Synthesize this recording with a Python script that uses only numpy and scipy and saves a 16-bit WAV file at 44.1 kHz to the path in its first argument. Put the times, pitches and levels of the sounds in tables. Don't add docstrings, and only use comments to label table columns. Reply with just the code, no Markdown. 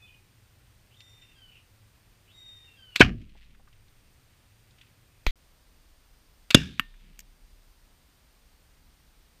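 import sys
import numpy as np
from scipy import signal
from scipy.fft import rfft, irfft, next_fast_len
from scipy.io import wavfile
from scipy.ndimage import uniform_filter1d

SR = 44100
rng = np.random.default_rng(int(sys.argv[2]) if len(sys.argv) > 2 else 0)


def generate_wav(sig):
    pcm = np.round(np.clip(np.atleast_2d(sig).T, -1, 1) * 32767).astype(np.int16)
    wavfile.write(sys.argv[1], SR, pcm)


N = 414540
T = np.arange(N) / SR
SILENCE_FROM_S, SILENCE_TO_S = 5.309, 5.357

# start_s, level_db, push_s, suction_s, echo_delay_s, echo_db
BLASTS = [(3.006, 6, .0015, .0016, .0185, -12), (6.5478, 7.5, .0017, .0026, .0232, -12)]
# start_s, level_db
SPLITS = [(2.9574, -31.5), (2.9601, -14.5), (2.9968, -25), (2.9998, -24.5), (3.0046, -13), (6.5053, -21.5),
          (6.5084, -17.5), (6.5452, -10.5)]
SPLIT_COLOUR = [(88, -42), (150, -14), (462, -25), (894, -21), (1600, -8), (2060, -10.5), (2600, 2),
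                (3040, -13), (3480, -4), (4400, -5), (5300, -20), (8010, -20.5), (8830, -32.5),
                (13000, -30.5), (15500, -39)]
# start_s, level_db, hold_s, t60_s, top_hz
SHREDS = [(3.0088, -.7, .0095, .045, 4497), (6.5456, 2.5, .003, .021, 9500)]
# pitch_hz, width_hz, level_db
SHELL_MODES = [
    [(662, 62, -10.5), (1540, 82, -1), (2205.6, 31, -6), (2428.5, 130, -6.5), (2780, 39, -8),
     (2981, 29, -9), (3171, 58, -10), (4230, 41, -23), (5871, 180, -26.5)],
    [(1400, 240, -6.5), (1750, 90, -9), (2340, 90, -5), (2820, 150, -10), (3356, 120, 4), (3694, 160, 0),
     (5130, 300, -6), (6560, 300, -12), (7660, 96, -17), (7990, 65, -26), (9480, 300, -23),
     (11700, 350, -27.5)],
]
# start_s, pitch_hz, width_hz, level_db, t60_s
SHELL_RINGS = [(3.02, 2942, 160.6, -29, .13), (6.553, 2797, 10, -18.5, .14), (6.553, 1830, 25, -33, 0.19),
               (6.59, 1680, 110, -42, 0.37), (6.59, 3550, 350, -45, .9)]
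# start_s, rumble_db, rumble_t60_s, bright_db, bright_t60_s
SCATTER = [(3.018, -11, 0.43, -13.5, .18), (6.555, -20.5, .44, -26.5, 0.34)]
# freq_hz, level_db
RUMBLE_COLOURS = [
    [(26, -29.5), (45, 3), (76, -5.5), (111, 1.5), (139, -5), (194, -5), (230, -5), (575, -35),
     (650, -33.5), (840, -65), (1430, -120)],
    [(26, -20), (45, -6), (70, -0.5), (119, -5), (145, 1), (188, -4), (266, -7.5), (348, -16.5), (650, -39),
     (840, -45), (1430, -120)],
]
BRIGHT_COLOURS = [
    [(350, -47), (600, -17), (734, -0.5), (840, -19), (1190, -5), (1500, -10), (1650, 1.5), (1960, -6),
     (2900, -2.5), (3500, -16.5), (5250, -19), (7650, -34), (8520, -40.5), (12800, -46), (15000, -51.5)],
    [(470, -51), (800, -19.5), (938, -22), (1400, -13), (1630, -1.5), (2030, -16.5), (2270, -4),
     (2860, -3.5), (3080, -8.5), (3530, 1.5), (4250, -21), (4900, -9), (6280, -16), (9070, -29.5),
     (15000, -38)],
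]
# start_s, pitch_hz, level_db, t60_s
SWAYS = [(3.01, 51, -32.5, 1.5), (3.01, 16.1, -34.5, 2.2), (6.797, 32.3, -42.5, 3.1)]
# start_s, click_db, scatter_db, scatter_t60_s
KNOCK = (6.7963, -4, -16, 0.0232)
KNOCK_COLOUR = [(59, -41), (100, -7), (258, -5), (477, -41), (1160, -2.5), (1960, -6), (2810, 1),
                (4190, -28), (4750, -16), (5400, -33), (9540, -27), (10600, -33), (13700, -19),
                (15500, -40)]
KNOCK_MODES = [(1814, 2.5, 0.22), (2799, -1, 0.14)]  # pitch_hz, relative_db, t60_s
# start_s, level_db, t60_s
CHIPS = [(7.192, -34, 0.014), (7.2036, -43, 0.014), (7.2064, -48.5, 0.022)]
CHIP_COLOUR = [(590, -54), (1000, -36), (1940, -2), (2390, -3), (2710, -7.5), (3570, -12), (6410, 1),
               (11000, -20), (13700, -1), (15500, -17.5)]
# start_s, level_db, pitch_hz
TAPS = [(1.004, -45, 3000), (3.214, -50, 2440), (3.293, -49.5, 2600), (3.348, -48, 504), (3.547, -53, 1587),
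        (3.595, -55, 715), (3.674, -52, 1167), (3.728, -54.5, 2416), (4.708, -58, 3380), (4.784, -54, 2450),
        (4.812, -47, 2700), (6.939, -53, 1774)]
# middle_s, spread_s, level_db
GRIT_SHOWERS = [(3.19, 0.055, -60), (3.4, .09, -59), (3.76, .04, -71), (4.85, 0.042, -68),
                (6.7, 0.089, -58), (7.06, .14, -66.5)]
# start_s, level_db, t60_s
THUMP_RATTLE = [(5.265, -24.5, 0.026), (5.268, -37, 0.28)]
RATTLE_COLOUR = [(530, -48), (900, -19), (1440, -12), (1700, -13), (2080, -1), (2820, -11.5), (3650, 0),
                 (5260, -24.5), (6350, -19), (9480, -38), (12600, -22), (15000, -44)]
THUMP_CLICK_COLOUR = [(100, -2), (400, -3.5), (750, -4.5), (1400, -5.5), (1700, -14), (2350, 2.5),
                      (3100, -16), (3800, -11), (7000, -26), (10000, -46), (13000, -34)]
# start_s, hold_s, pitch_hz, sag_hz_per_s, whistle_db, fade_db, fall_db
BIRD_CALLS = [(0.976, .365, 3635, 50, -62, 6, -57.5), (2.345, .415, 3750, 270, -52.5, 18, -55.5)]
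# from_s, to_s, start_hz, end_hz, width_hz, level_db (re the falling note)
RASP_IN = (-.068, 0, 2630, 3600, 230, -5)
RASP_UNDER = (0.04, 0.45, 2700, 2500, 700, -15.5)
RASP_BREAK = (-0.11, 0.07, 2770, 2680, 60, -9)
RASP_OUT = (0.14, 0.28, 2850, 2714, 230, -5)
# from_s, to_s, start_hz, end_hz, width_hz, level_db
HOARSE_NOTES = [(-.1, 0.2, 2570, 2480, 35, -61.5), (-.08, 0.091, 3530, 3480, 40, -67),
                (.06, 0.17, 3080, 2880, 160, -66)]
# freq_hz, level_db
AIR_EARLY = [(12, -34), (20, -2), (70, -6), (109, -0.5), (148, -12.5), (266, -19), (404, -21), (581, -23.5),
             (705, -24.5), (2540, -25), (7950, -33), (10200, -35.5), (14300, -36.5), (15500, -38.5)]
AIR_LATE = [(12, -29), (20, 0.5), (45, -1.5), (70, -5.5), (92, -14), (153, -14.5), (213, -21), (266, -18.5),
            (352, -23.5), (4680, -29.5), (7950, -35), (12100, -38), (14300, -36), (15500, -41.5)]
CAMERA_WHINE = [(8629, -81.5), (14088, -91)]  # pitch_hz, level_db
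CAMERA_HISS = [(4740, 250, -85), (9470, 300, -87), (14240, 400, -80)]  # centre_hz, width_hz, level_db


def blasts(low_hz=110, top_hz=900, echo_top_hz=300):
    out = np.zeros(N)
    for start, db, push, suction, delay, echo_db in BLASTS:
        wave = from_db(db) * push_pull(start, push, suction)
        echo = butter(np.interp(T - delay, T, np.maximum(wave, 0)), echo_top_hz, "low")
        out += butter(wave, top_hz, "low") + from_db(echo_db) * echo
    return butter(out, low_hz, "high", order=1)


def splits(t60_s=.017, tail_delay_s=.0018, tail_db=-20, tail_t60_s=.11):
    cracks = [(start, db, t60_s) for start, db in SPLITS]
    tails = [(start + tail_delay_s, db + tail_db, tail_t60_s) for start, db in SPLITS]
    return snaps(cracks + tails, SPLIT_COLOUR)


def shreds(attack_s=.001):
    out = np.zeros(N)
    for (start, db, hold, t60, top_hz), modes in zip(SHREDS, SHELL_MODES):
        tear = butter(rng.standard_normal(N), top_hz, "low")
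        ring = sum((-1) ** k * from_db(level) * resonate(tear, hz, width)
                   for k, (hz, width, level) in enumerate(modes))
        out += from_db(db) * decay(start, t60, hold) * ramp(start, attack_s) * evened(ring)
    return out


def shell_rings():
    out = np.zeros(N)
    for start, hz, width, db, t60 in SHELL_RINGS:
        ring = evened(resonate(rng.standard_normal(N), hz, width), size=600)
        out += from_db(db) * decay(start, t60) * ring
    return out


def lot_reverb(lumps_db=2.5, lumps_hz=160):
    out = np.zeros(N)
    lumps = rms_one(from_db(lumps_db * wander(lumps_hz)))
    for scatter, rumble, bright in zip(SCATTER, RUMBLE_COLOURS, BRIGHT_COLOURS):
        start, rumble_db, rumble_t60, bright_db, bright_t60 = scatter
        out += from_db(rumble_db) * decay(start, rumble_t60) * evened(coloured(rumble), size=1200)
        out += from_db(bright_db) * decay(start, bright_t60) * lumps * coloured(bright)
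    return out


def far_echoes(delay_s=.54, spread_s=.089, level_db=-61.5):
    swells = sum(bell_curve(start + delay_s, spread_s) for start, *_ in BLASTS)
    return from_db(level_db) * swells * narrow_noise(hz=150, width_hz=125)


def sways():
    return sum(damped_sine(*sway) for sway in SWAYS)


def knock(ring_db=-40, tail_db=-47, tail_t60_s=.25):
    start, click_db, scatter_db, scatter_t60 = KNOCK
    contact = from_db(click_db) * click(start, KNOCK_COLOUR)
    ring = sum(damped_sine(start, *mode) for mode in KNOCK_MODES)
    tail = snaps([(start, scatter_db, scatter_t60), (start, tail_db, tail_t60_s)], KNOCK_COLOUR)
    return contact + from_db(ring_db) * ring + tail


def chips():
    return snaps(CHIPS, CHIP_COLOUR)


def scraps(count=4, from_s=3.36, span_s=.62, level_db=-58.5, pitch_hz=2900):
    turns = (np.arange(count) + rng.random(count)) / count
    return [(from_s + span_s * turn ** 2, level_db + 3 * size, pitch_hz * 2 ** (.2 * detune))
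            for turn, (size, detune) in zip(turns, rng.standard_normal((count, 2)))]


def taps(trim_db=-2, t60_s=.048, width_share=.7, attack_cycles=3):
    out = np.zeros(N)
    for start, db, hz in TAPS + scraps():
        attack = attack_cycles / hz
        body = evened(narrow_noise(hz, hz * width_share), size=300)
        out += from_db(db + trim_db) * ramp(start, attack) * decay(start, t60_s, attack) * body
    return out


def grit(grains_per_s=1100, pitch_hz=2300, width_hz=2000):
    grains = (rng.random(N) < grains_per_s / SR) * rng.standard_normal(N)
    showers = sum(from_db(db) * bell_curve(middle, spread) for middle, spread, db in GRIT_SHOWERS)
    return showers * rms_one(resonate(resonate(grains, pitch_hz, width_hz), pitch_hz, width_hz))


def thump(start_s=5.267, swing_db=-13, t60_s=.21, top_hz=170, click_db=-7):
    swing = from_db(swing_db) * decay(start_s, t60_s) * push_pull(start_s, push_s=.0126, suction_s=.0287)
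    edge = from_db(click_db) * click(start_s, THUMP_CLICK_COLOUR)
    rattle = snaps(THUMP_RATTLE, RATTLE_COLOUR)
    return (butter(swing, top_hz, "low") + edge + rattle) * (T < SILENCE_FROM_S)


def bird(jitter=.004, flutter_db=3, flutter_hz=30, lower_voice_db=-15.5):
    out = sum(rasp(note) for note in HOARSE_NOTES)
    waver = 1 + jitter * wander(120)
    for start, hold, hz, sag, db, fade_db, fall_db in BIRD_CALLS:
        out += whistle(start, hold, hz, sag, db, fade_db, fall_db + lower_voice_db, waver)
        out += falling_note(start + hold, fall_db, waver)
        out += rasp(RASP_IN, start, fall_db) + rasp(RASP_UNDER, start, fall_db)
        out += rasp(RASP_BREAK, start + hold, fall_db) + rasp(RASP_OUT, start + hold, fall_db)
    return np.sqrt(2) * out * from_db(flutter_db * wander(flutter_hz))


def whistle(start, hold, hz, sag, db, fade_db, lower_db, waver, overtone_db=-73, overtone_fade_db=18):
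    lower_ratio, lower_sag_ratio, lower_jitter = .55, 2.2, .013
    age = np.clip(T - start, 0, hold)
    fade = (age / hold) ** 2
    upper = phase_of((hz - sag * age) * waver)
    lower = phase_of((hz * lower_ratio - lower_sag_ratio * sag * age) * (1 + lower_jitter * wander(150)))
    voices = from_db(db - fade_db * fade) * np.sin(upper)
    voices += from_db(lower_db - .5 * overtone_fade_db * fade) * np.sin(lower)
    overtones = np.sin(2 * upper) + np.sin(upper + lower)
    opening = gate(start - .03, start + hold, attack_s=.06, release_s=.03)
    return opening * (voices + opening * from_db(overtone_db - overtone_fade_db * fade) * overtones)


def falling_note(start, db, waver, length_s=.21, swell_db=3, first_db=-14.5, third_db=-15):
    from_hz, toward_hz, settle_s = 3300, 2780, .14
    age = np.clip(T - start, 0, length_s)
    glide_hz = toward_hz + (from_hz - toward_hz) * np.exp(-age / settle_s)
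    phase = phase_of(glide_hz / 2 * waver ** 2)
    first = from_db(first_db) * np.sin(phase)
    second = from_db(-swell_db * (1 - age / length_s)) * np.sin(2 * phase)
    third = from_db(third_db) * (1 - .5 * age / length_s) * np.sin(3 * phase)
    opening = gate(start, start + length_s, attack_s=.02, release_s=.04)
    return from_db(db) * opening * (first + second + third)


def rasp(note, cue_s=0, level_db=0):
    start, end, start_hz, end_hz, width_hz, db = note
    along = np.clip((T - cue_s - start) / (end - start), 0, 1)
    swell = np.sqrt(np.abs(np.sin(np.pi * along)))
    glide = np.sin(phase_of(start_hz + (end_hz - start_hz) * along))
    return from_db(db + level_db) * swell * wander(width_hz) * glide


def far_away(x, wet_db=-4, t60_s=.25):
    paths = rng.standard_normal(SR // 2) * decay(0, t60_s)[:SR // 2]
    late = signal.fftconvolve(x, paths / np.linalg.norm(paths))[:N]
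    return (x + from_db(wet_db) * late) / np.hypot(1, from_db(wet_db))


def background(early_db=-60.5, late_db=-60):
    early_air = from_db(early_db) * coloured(AIR_EARLY)
    late_air = from_db(late_db) * coloured(AIR_LATE)
    whine = sum(np.sqrt(2) * from_db(db) * np.sin(2 * np.pi * hz * T) for hz, db in CAMERA_WHINE)
    hiss = sum(from_db(db) * narrow_noise(hz, width) for hz, width, db in CAMERA_HISS)
    return np.where(T < SILENCE_FROM_S, early_air, late_air) + whine + hiss


def from_db(db):
    return 10 ** (np.asarray(db) / 20)


def rms_one(x):
    return x / np.sqrt(np.mean(x ** 2) + 1e-20)


def butter(x, hz, kind, order=2):
    return signal.sosfilt(signal.butter(order, hz, kind, fs=SR, output="sos"), x + 1e-18)


def resonate(x, hz, width_hz):
    radius = np.exp(-np.pi * width_hz / SR)
    feedback = [1, -2 * radius * np.cos(2 * np.pi * hz / SR), radius ** 2]
    return signal.lfilter(np.array([1, 0, -1]) * (1 - radius ** 2) / 2, feedback, x + 1e-18)


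def decay(start, t60, hold=0):
    return (T >= start) * np.exp(-np.log(1000) * np.clip((T - start - hold) / t60, 0, 10))


def ramp(start, length_s):
    return np.clip((T - start) / length_s, 0, 1)


def gate(start, end, attack_s, release_s):
    return ramp(start, attack_s) * (1 - ramp(end - release_s, release_s))


def bell_curve(middle_s, spread_s):
    return np.exp(-.5 * ((T - middle_s) / spread_s) ** 2)


def push_pull(start, push_s, suction_s):
    return np.sin(np.pi * np.interp(T - start, [0, push_s, push_s + suction_s], [0, 1, 2]))


def damped_sine(start, hz, db, t60):
    return from_db(db) * decay(start, t60) * np.sin(2 * np.pi * hz * (T - start))


def phase_of(hz):
    return 2 * np.pi * np.cumsum(hz) / SR


def wander(hz):
    return rms_one(butter(rng.standard_normal(N), hz, "low"))


def narrow_noise(hz, width_hz):
    return rms_one(resonate(resonate(rng.standard_normal(N), hz, width_hz), hz, width_hz))


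def eq_curve(colour, size):
    hz, db = np.transpose(colour)
    bins = np.maximum(np.arange(size // 2 + 1) * SR / size, 1)
    return from_db(np.interp(np.log(bins), np.log(hz), db))


def coloured(colour):
    size = next_fast_len(N)
    return rms_one(irfft(rfft(rng.standard_normal(size)) * eq_curve(colour, size), size)[:N])


def evened(x, size=96):
    return x / np.sqrt(uniform_filter1d(x ** 2, size) + 1e-12)


def snaps(hits, colour):
    return evened(coloured(colour)) * sum(from_db(db) * decay(start, t60) for start, db, t60 in hits)


def click(start, colour, size=4096):
    cepstrum = irfft(np.log(eq_curve(colour, size)))
    pulse = irfft(np.exp(rfft(2 * cepstrum[:size // 2], size)))
    return np.interp(np.arange(N) - round(start * SR), np.arange(size), pulse / np.abs(pulse).max(), 0, 0)


def gain_control(x, limit_db=-3, sink_db_per_s=600, hold_s=.22, release_s=.71):
    power = uniform_filter1d(x ** 2, size=128) / from_db(limit_db) ** 2
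    too_loud = power ** 2 / (1 + power ** 2)
    memory = np.interp(T[:2 * SR], [hold_s, hold_s + release_s], [1, 0])
    return x * from_db(-sink_db_per_s * signal.fftconvolve(too_loud, memory)[:N] / SR)


def scene():
    bursts = splits() + blasts() + shreds() + shell_rings() + lot_reverb() + far_echoes() + sways()
    debris = knock() + chips() + taps() + grit()
    return (bursts + debris + thump() + far_away(bird()) + background())[None]


def record(dry):
    ceiling, cutoff_hz = .93, 15400
    ducked = gain_control(dry[0])
    saturated = ducked / (1 + (ducked / ceiling) ** 6) ** (1 / 6)
    gated = saturated * ((T < SILENCE_FROM_S) | (T > SILENCE_TO_S))
    top_cut = signal.firwin(201, cutoff_hz, window="blackmanharris", fs=SR)
    return signal.fftconvolve(gated, top_cut, "same")[None]


dry = scene()
out = record(dry)
generate_wav(out)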